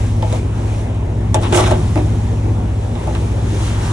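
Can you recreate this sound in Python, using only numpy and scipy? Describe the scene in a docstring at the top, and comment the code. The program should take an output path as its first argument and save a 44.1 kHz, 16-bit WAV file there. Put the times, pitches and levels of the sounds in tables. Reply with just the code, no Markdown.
"""A diesel runs throughout, throbbing once per engine cycle through the hull of a fishing boat: tones and rumble.
Close by on deck a wire trap knocks on the rail (dying tones and mesh noise) and is dragged along it (grainy noise).
A trap splashes overboard near the end: swelling noise and coarse drops. Sea wash, noise with fizz, hisses alongside.
Two spaced microphone ports pick it up, with a short answer from deck and wheelhouse roof on the rail and hull notes."""
import sys
import numpy as np
from scipy import signal
from scipy.fft import rfft, irfft, next_fast_len
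from scipy.io import wavfile
from scipy.ndimage import uniform_filter1d, map_coordinates

SR = 44100
rng = np.random.default_rng(int(sys.argv[2]) if len(sys.argv) > 2 else 0)


def unload_audio(sound):
    """Save the sound as a 16-bit wav file, at the path given as the first command line argument."""
    columns = np.transpose(np.atleast_2d(sound))
    # keep every value between -1 and 1, then stretch to whole-number steps
    steps = np.round(np.clip(columns, -1, 1) * 32767)
    wavfile.write(sys.argv[1], SR, steps.astype(np.int16))


N = 172872  # samples

# Diesel tones at multiples of the engine cycle: order, level_db
ENGINE_ORDERS = [(2, -39), (3, -33), (4, -23), (5, -28.5), (6, -26.5), (7, -18.5), (8, -33.5), (9, -38),
                 (10, -37), (11, -38.5), (12, -45.5)]
# Rise and fall of the whole engine: time_s, level_db
ENGINE_LEVEL = [(0, 1), (.4, -1), (.9, -1), (1.3, 0), (1.6, 1.5), (2, 2), (2.5, 0.5), (2.9, -1.5),
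                (3.3, -0.5), (3.6, 0), (3.9, 1)]
# Spectrum of the hull rumble: frequency_hz, relative_level_db_per_hz
RUMBLE_SPECTRUM = [(15, -44), (25, -21), (48, -11.5), (103, -10), (125, -11.5), (152, -12.5), (194, -15.5),
                   (264, -21.5), (320, -23), (420, -27), (700, -120)]
# Hull panels that hum along: frequency_hz, width_hz, relative_level_db
HULL_PANELS = [(231.1, 16.8, -0.5), (264, 16.2, -1.5), (335.6, 60, -6.5)]
# Blows of the trap on the rail: start_s, blow_db, hull_note_hz, hull_note_db,
# rail_focus_hz (loudest part of the ring), rail_db, rattle_db, jingle_db, left_over_right_db
TRAP_KNOCKS = [(.225, -13.5, 486, -10, 810, -4, -19, -30, -2),
               (.326, -16, 343.6, -10, 730, -6.5, -20, -20.5, 0),
               (.948, -27, 343, -30, 604, -11, -21, -31, 5),
               (1.344, -6.5, 346.5, -11.5, 900, -3.5, -16.5, -15.5, 0.5),
               (1.526, -6.5, 354.4, -4, 910, -8.5, -21, -27, -6),
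               (1.547, -10.5, 375, -12, 644, -3.5, -11.5, -22, -5),
               (1.574, -7, 365, -6.5, 800, -4, -16, -20, 0),
               (1.607, -13.5, 360.3, -3, 900, -0.5, -15, -28, 0.5),
               (1.64, -18.5, 330, -18.5, 1300, -17, -7.5, -24, -8),
               (1.675, -19.5, 354, -4, 820, 0, -17, -18, -6),
               (1.71, -14.5, 371.7, -2.5, 744, -1.5, -14.5, -26, -1),
               (1.957, -15, 306.3, 3.5, 765, -2, -17.5, -27.5, -1),
               (1.975, -19, 313, -13, 500, -5, -16, -26, -1),
               (2.954, -23.5, 338, -3, 900, -5, -13.5, -34, -5),
               (3.073, -17, 338, -8, 930, -4.5, -38, -28.5, 2),
               (3.151, -17.5, 346, -13, 1420, -0.5, -15.5, -30, -1.5)]
# Ringing modes of the rail: frequency_hz, level_db, t60_s
RAIL_MODES = [(416, -4.5, 0.04), (499, 0.5, 0.2), (555, -6.5, 0.1), (634, 0, 0.16), (702, -3, 0.18),
              (785, -2, 0.071), (858.5, 0.5, 0.068), (926, -5.5, 0.038), (1030, -12, 0.056),
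              (1144, -9.5, 0.044), (1336, -9, 0.06), (1580, -12.5, 0.057)]
# Trap dragged along the rail: time_s, rasp_db, jingle_over_rasp_db, rail_ring_over_rasp_db
DRAG_LEVELS = [(1.409, -33, 9, 6), (1.435, -28, -9, -2), (1.47, -27.5, -21, -4), (1.49, -43.5, -20, 3),
               (1.516, -43, -12, 9), (1.526, -25, -10, 1), (1.55, -24, 1.5, 3), (1.563, -28.5, 6.5, 2),
               (1.584, -25.5, 2, 9.5), (1.62, -29, -2, 0.5), (1.66, -27, -11, -0.5), (1.69, -33.5, -4.5, 7),
               (1.715, -28.5, -7, 2), (1.745, -32.5, -18, 6.5), (1.798, -55, -8, 12)]
# Spectrum of the wire mesh: frequency_hz, relative_level_db_per_hz
WIRE_SPECTRUM = [(530, -45), (900, -5), (950, 1.5), (1400, -8.5), (2230, -7.5), (3740, -10), (4400, -20),
                 (6350, -16.5), (9460, -21), (11200, -22.5), (11900, -23), (15400, -90), (22000, -120)]
# Trap hitting the water: time_s, level_db
SPLASH_LEVEL = [(3.5, -63), (3.6, -45), (3.68, -37), (3.78, -40), (3.85, -34), (3.92, -35)]
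# Spectrum of the splash: frequency_hz, relative_level_db_per_hz
SLOSH_SPECTRUM = [(400, -120), (600, -10), (1200, 4), (2000, -4), (3500, -11), (5000, -27), (8000, -120)]
# Sea alongside: time_s, surge_db, spray_db
SEA_LEVELS = [(0, -27.5, -37), (.2, -31, -42), (.36, -25, -34.5), (.42, -29.5, -42), (.52, -30, -45.5),
              (.57, -28.5, -41), (.8, -29, -40), (.87, -30, -44), (1.0, -30.5, -48.5), (1.32, -30, -46),
              (1.5, -28.5, -35.5), (1.8, -28.5, -36), (2.1, -29, -40), (2.6, -29.5, -45),
              (2.93, -30.5, -42.5), (3, -26, -40.5), (3.17, -29, -39), (3.42, -29.5, -39.5),
              (3.5, -29.5, -35.5), (3.58, -28.5, -34.5), (3.67, -29, -30.5), (3.78, -29, -35.5),
              (3.85, -27.5, -31), (3.88, -27, -32), (3.92, -28, -33.5)]
# Spectrum of the low surge along the hull: frequency_hz, relative_level_db_per_hz
SURGE_SPECTRUM = [(180, -14), (300, -4.5), (400, -5.5), (650, -9.5), (900, -10.5), (1150, -19.5),
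                  (1600, -24.5), (2500, -25.5), (4000, -38.5), (6000, -120)]
# Spectrum of the spray: frequency_hz, relative_level_db_per_hz
SPRAY_SPECTRUM = [(500, -16), (1000, -2), (1400, -8.5), (2300, -8.5), (3500, -7.5), (4800, -13),
                  (6200, -9.5), (9300, -14), (10800, -16.5), (11500, -11), (11950, -40), (13000, -120)]
# Likeness of noise in the left and right channels: frequency_hz, correlation
LEFT_RIGHT_LIKENESS = [(40, .998), (130, 1), (270, 0.99), (570, 0.5), (1200, 0.19), (2550, 0.52),
                       (4500, 0.54), (7000, 0.23), (11400, 1)]
# Level balance of the microphone ports: frequency_hz, left_over_right_db
PORT_LEAN = [(60, -0.5), (110, 1), (190, 1.5), (350, 2.5), (620, 1.5), (1110, -1), (1990, 1.0), (3560, 0.5),
             (6370, 0.5), (11400, 0.5)]
# Phase between the microphone ports: frequency_hz, left_lead_rad
PORT_LEAD = [(60, -.05), (130, -.12), (340, -.25), (860, -1.2), (1810, -.5), (2580, -2.2), (4220, -1.1),
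             (4650, -1.6), (5400, 0), (7240, -.3), (8270, -1.4), (9560, -.7), (11600, -3)]

# Engine
CYCLE_HZ, THROB_S = 15.025, .0427  # cycle rate, time at which the cycle phase is zero
THROB_RAD, SPREAD_RAD, LOUDEST_ORDER = 2.54, .53, 7  # phase of the orders and its spread around the loudest
WAVER_DB, DRIFT_RAD = 1.2, .22  # slow wander of each order in level and phase
RUMBLE_DB, HULL_DB = -25.5, -31
PULSE_DB, PULSE_LATE_RAD = 2, 0.86  # rumble swells with each throb
# Trap, rail and mesh
NOTE_T60_S, RATTLE_T60_S, JINGLE_T60_S = 0.46, 0.21, .08
CRACK_T60_S, CRACK_DB = .009, 8
ROUGH_RAD, ROUGH_PER_S = .6, 120  # phase roughness of the ringing
FOCUS_DB_PER_OCT2 = 14  # rail modes weaken away from the focus, per octave squared
JINGLE_HZ = 4600  # rattle below, jingle above
SLIPS_PER_S = 800
# Water
DROPS_PER_S = 400
FIZZ_PER_S, FIZZ_DB = 1500, -11.5
# Deck answer and microphone
DECK_LOW_HZ, DECK_T60_S, DECK_DB = 486, .14, 0  # the answer is cut below DECK_LOW_HZ
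CEILING, KNEE, TOP_HZ = .95, 5, 12000  # rounding of peaks (full scale 1), its sharpness, band limit


def engine():
    """Orders of the cycle add up to one throb a cycle, its low part late; the hull rumbles and hums along."""
    turn = 2 * np.pi * CYCLE_HZ * (np.arange(N) / SR - THROB_S)
    tones = np.zeros(N)
    for order, level_db in ENGINE_ORDERS:
        gain = amp(level_db + WAVER_DB * wobble(6)) * np.sqrt(2)
        spread = SPREAD_RAD * (order - LOUDEST_ORDER) ** 2
        tones += gain * np.cos(order * turn + THROB_RAD + spread + DRIFT_RAD * wobble(3.96))
    panels = resonances(HULL_PANELS)
    hum = amp(HULL_DB) * unit(filtered(rng.standard_normal(N), lambda hz: panels(hz) ** 2))
    rumble_db = RUMBLE_DB + 2.26 * wobble(4.92) + PULSE_DB * np.cos(turn - PULSE_LATE_RAD)
    rumble = amp(rumble_db) * rush(RUMBLE_SPECTRUM, patchy_db=0.5)
    return amp(curves(ENGINE_LEVEL)[0]) * (tones + hum + rumble)


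def knocks():
    """Each blow sounds a hull note, rings the rail anew and shakes the mesh: a crack, then a dying rattle."""
    ring, rattle_gain, jingle_gain = np.zeros((3, 2, N + SR))  # room for tails past the end
    t = np.arange(SR // 2) / SR
    rough = ROUGH_RAD * np.tile(wobble(ROUGH_PER_S), 2)
    crack = amp(CRACK_DB - 60 * t / CRACK_T60_S)
    for start_s, blow_db, note_hz, note_db, focus_hz, rail_db, rattle_db, jingle_db, pan_db in TRAP_KNOCKS:
        side = amp(blow_db + pan_db * np.array([[.5], [-.5]]))
        start = round(start_s * SR)
        at = slice(start, start + len(t))
        jitter = rough[at]
        tone = amp(note_db - 60 * t / NOTE_T60_S) * np.sin(2 * np.pi * note_hz * t + jitter)
        # every blow excites the modes a little differently in level and pitch
        level_luck, pitch_luck = rng.normal(0, 1, (2, len(RAIL_MODES)))
        for k, (hz, level_db, t60_s) in enumerate(RAIL_MODES):
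            focus_db = -FOCUS_DB_PER_OCT2 * np.log2(hz / focus_hz) ** 2
            gain = amp(level_db + rail_db + focus_db + 2 * level_luck[k] - 60 * t / t60_s)
            cycles = hz * (1 + 0.034 * pitch_luck[k]) * t + k * k / 7
            tone += gain * np.sin(2 * np.pi * cycles + np.roll(jitter, k * SR // 30))
        ring[:, at] += side * tone * (1 - np.exp(-t / 0.0032))  # soft onset
        rattle_gain[:, at] += side * amp(rattle_db) * (crack + amp(-60 * t / RATTLE_T60_S))
        jingle_gain[:, at] += side * amp(jingle_db) * (crack + amp(-60 * t / JINGLE_T60_S))
    rattle, jingle = wire(patchy_db=2.5)
    return ring[:, :N], rattle_gain[:, :N] * rattle + jingle_gain[:, :N] * jingle


def drag():
    """The mesh slips along the rail: a grainy rasp, and the slips keep the rail ringing."""
    rasp_db, jingle_db, ring_db = curves(DRAG_LEVELS)
    t = np.arange(N) / SR
    first_s, last_s = DRAG_LEVELS[0][0], DRAG_LEVELS[-1][0]
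    fade = np.clip(np.minimum(t - first_s, last_s - t) / 0.032, 0, 1)
    contact = fade * amp(rasp_db + 1.77 * wobble(70.44))
    slips = specks(SLIPS_PER_S, spread_db=0)
    # the faster a mode dies, the wider its resonance
    rail = resonances([(hz, 4.1 / t60_s, db) for hz, db, t60_s in RAIL_MODES])
    ring = amp(ring_db) * unit(filtered(slips, rail))
    rattle, jingle = wire(patchy_db=-2.5, grains=0.52 * slips)
    return contact * ring, contact * (rattle + amp(jingle_db) * jingle)


def wire(patchy_db, grains=0):
    """Mesh noise split into its rattle and its high jingle, each rms 1."""
    mesh = rush(WIRE_SPECTRUM, patchy_db, grains)
    high = filtered(mesh, lambda hz: 1 / (1 + (JINGLE_HZ / (hz + 1)) ** 8))
    return unit(mesh - high), unit(high)


def splash():
    """The trap hits the water: coarse drops as random clicks within patchy slosh noise."""
    drops = 0.87 * np.array([specks(DROPS_PER_S, spread_db=-3), specks(DROPS_PER_S, spread_db=3)])
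    level_db = curves(SPLASH_LEVEL)[0] + 1.7 * wobble(30.05)
    return amp(level_db) * rush(SLOSH_SPECTRUM, patchy_db=3, grains=drops)


def sea():
    """Low surge along the hull and spray fizzing with tiny clicks, each swelling by itself."""
    surge_db, spray_db = curves(SEA_LEVELS)
    fizz = amp(FIZZ_DB) * np.array([specks(FIZZ_PER_S, spread_db=5.5), specks(FIZZ_PER_S, spread_db=4.5)])
    surge = amp(surge_db + 0.57 * wobble(8.04)) * rush(SURGE_SPECTRUM, patchy_db=2.0)
    spray = amp(spray_db + 0.34 * wobble(6.7)) * rush(SPRAY_SPECTRUM, patchy_db=0.5, grains=fizz)
    return surge + spray


def deck(x):
    """Short answer of deck and wheelhouse roof: a decaying noise tail, unlike at the two ports."""
    t = np.arange(SR // 3) / SR
    tail = rng.standard_normal((2, len(t))) * amp(-60 * t / DECK_T60_S) * (t > .003)
    wet = signal.fftconvolve(x, tail / np.linalg.norm(tail[0]), axes=1)[:, :N]
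    return x + amp(DECK_DB) * filtered(wet, lambda hz: 1 / (1 + (DECK_LOW_HZ / (hz + 1)) ** 4))


def amp(db):
    """Decibels to gain."""
    return 10 ** (np.asarray(db) / 20)


def unit(x):
    """Scaled to rms 1."""
    return x / np.sqrt(np.mean(x ** 2) + 1e-20)


def along(points, hz):
    """(frequency_hz, value) points read on a log frequency axis."""
    f, v = np.transpose(points)
    return np.interp(np.log(hz + 1), np.log(f + 1), v)


def curves(rows):
    """One value per sample for each column after the time."""
    time_s, *columns = np.transpose(rows)
    return [np.interp(np.arange(N) / SR, time_s, column) for column in columns]


def wobble(rate):
    """A smooth random curve, rate knots a second."""
    knots = rng.standard_normal(int(N * rate / SR) + 4)
    return map_coordinates(knots, [np.arange(N) * rate / SR])


def filtered(x, response):
    """x times a complex response of frequency."""
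    m = next_fast_len(N + SR // 2)
    return irfft(rfft(x, m) * response(np.fft.rfftfreq(m, 1 / SR)), m)[..., :N]


def resonances(rows):
    """Causal response of (frequency_hz, width_hz, level_db) resonances, alternating in sign."""
    def response(f):
        return sum((-1) ** k * amp(db) * 1j * f * width / (centre ** 2 - f * f + 1j * f * width)
                   for k, (centre, width, db) in enumerate(rows))
    return response


def specks(per_s, spread_db):
    """Random clicks of uneven size, rms 1."""
    hits = rng.random(N) < per_s / SR
    size = amp(spread_db * np.minimum(rng.exponential(size=N), 3))
    return unit(hits * size * rng.standard_normal(N))


def rush(spectrum, patchy_db, grains=0):
    """Stereo noise of rms 1 with patches of random gain and optional grains."""
    z = signal.stft(rng.standard_normal((2, N)), nperseg=512)[2]
    field = rng.standard_normal(z.shape[1:])
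    field = uniform_filter1d(uniform_filter1d(field, 6, 0), 14, 1)  # smooth over frequency, then time
    pair = signal.istft(z * amp(patchy_db * unit(field)), nperseg=512)[1][:, :N] + grains

    def mid_side(hz):
        turn = np.arccos(np.clip(along(LEFT_RIGHT_LIKENESS, hz), -1, 1)) / 2
        return amp(along(spectrum, hz)) * [np.cos(turn), np.sin(turn)]

    mid, side = filtered(pair, mid_side)
    return unit(np.array([mid + side, mid - side]))


def scene():
    """Everything on deck; only the hull notes and rail ringing get the deck's answer."""
    knock_ring, knock_mesh = knocks()
    drag_ring, drag_mesh = drag()
    return engine() + deck(knock_ring + drag_ring) + knock_mesh + drag_mesh + splash() + sea()


def record(dry):
    """Two spaced ports hear the scene slightly apart; peaks round off, nothing is kept above the band limit."""
    half = np.array([[.5], [-.5]])  # left, right

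    def port_response(hz):
        return amp(half * along(PORT_LEAN, hz)) * np.exp(1j * half * along(PORT_LEAD, hz))

    ports = filtered(dry, port_response)
    rounded = ports / (1 + np.abs(ports / CEILING) ** KNEE) ** (1 / KNEE)
    return filtered(rounded, lambda hz: hz < TOP_HZ)


dry = scene()
out = record(dry)
unload_audio(out)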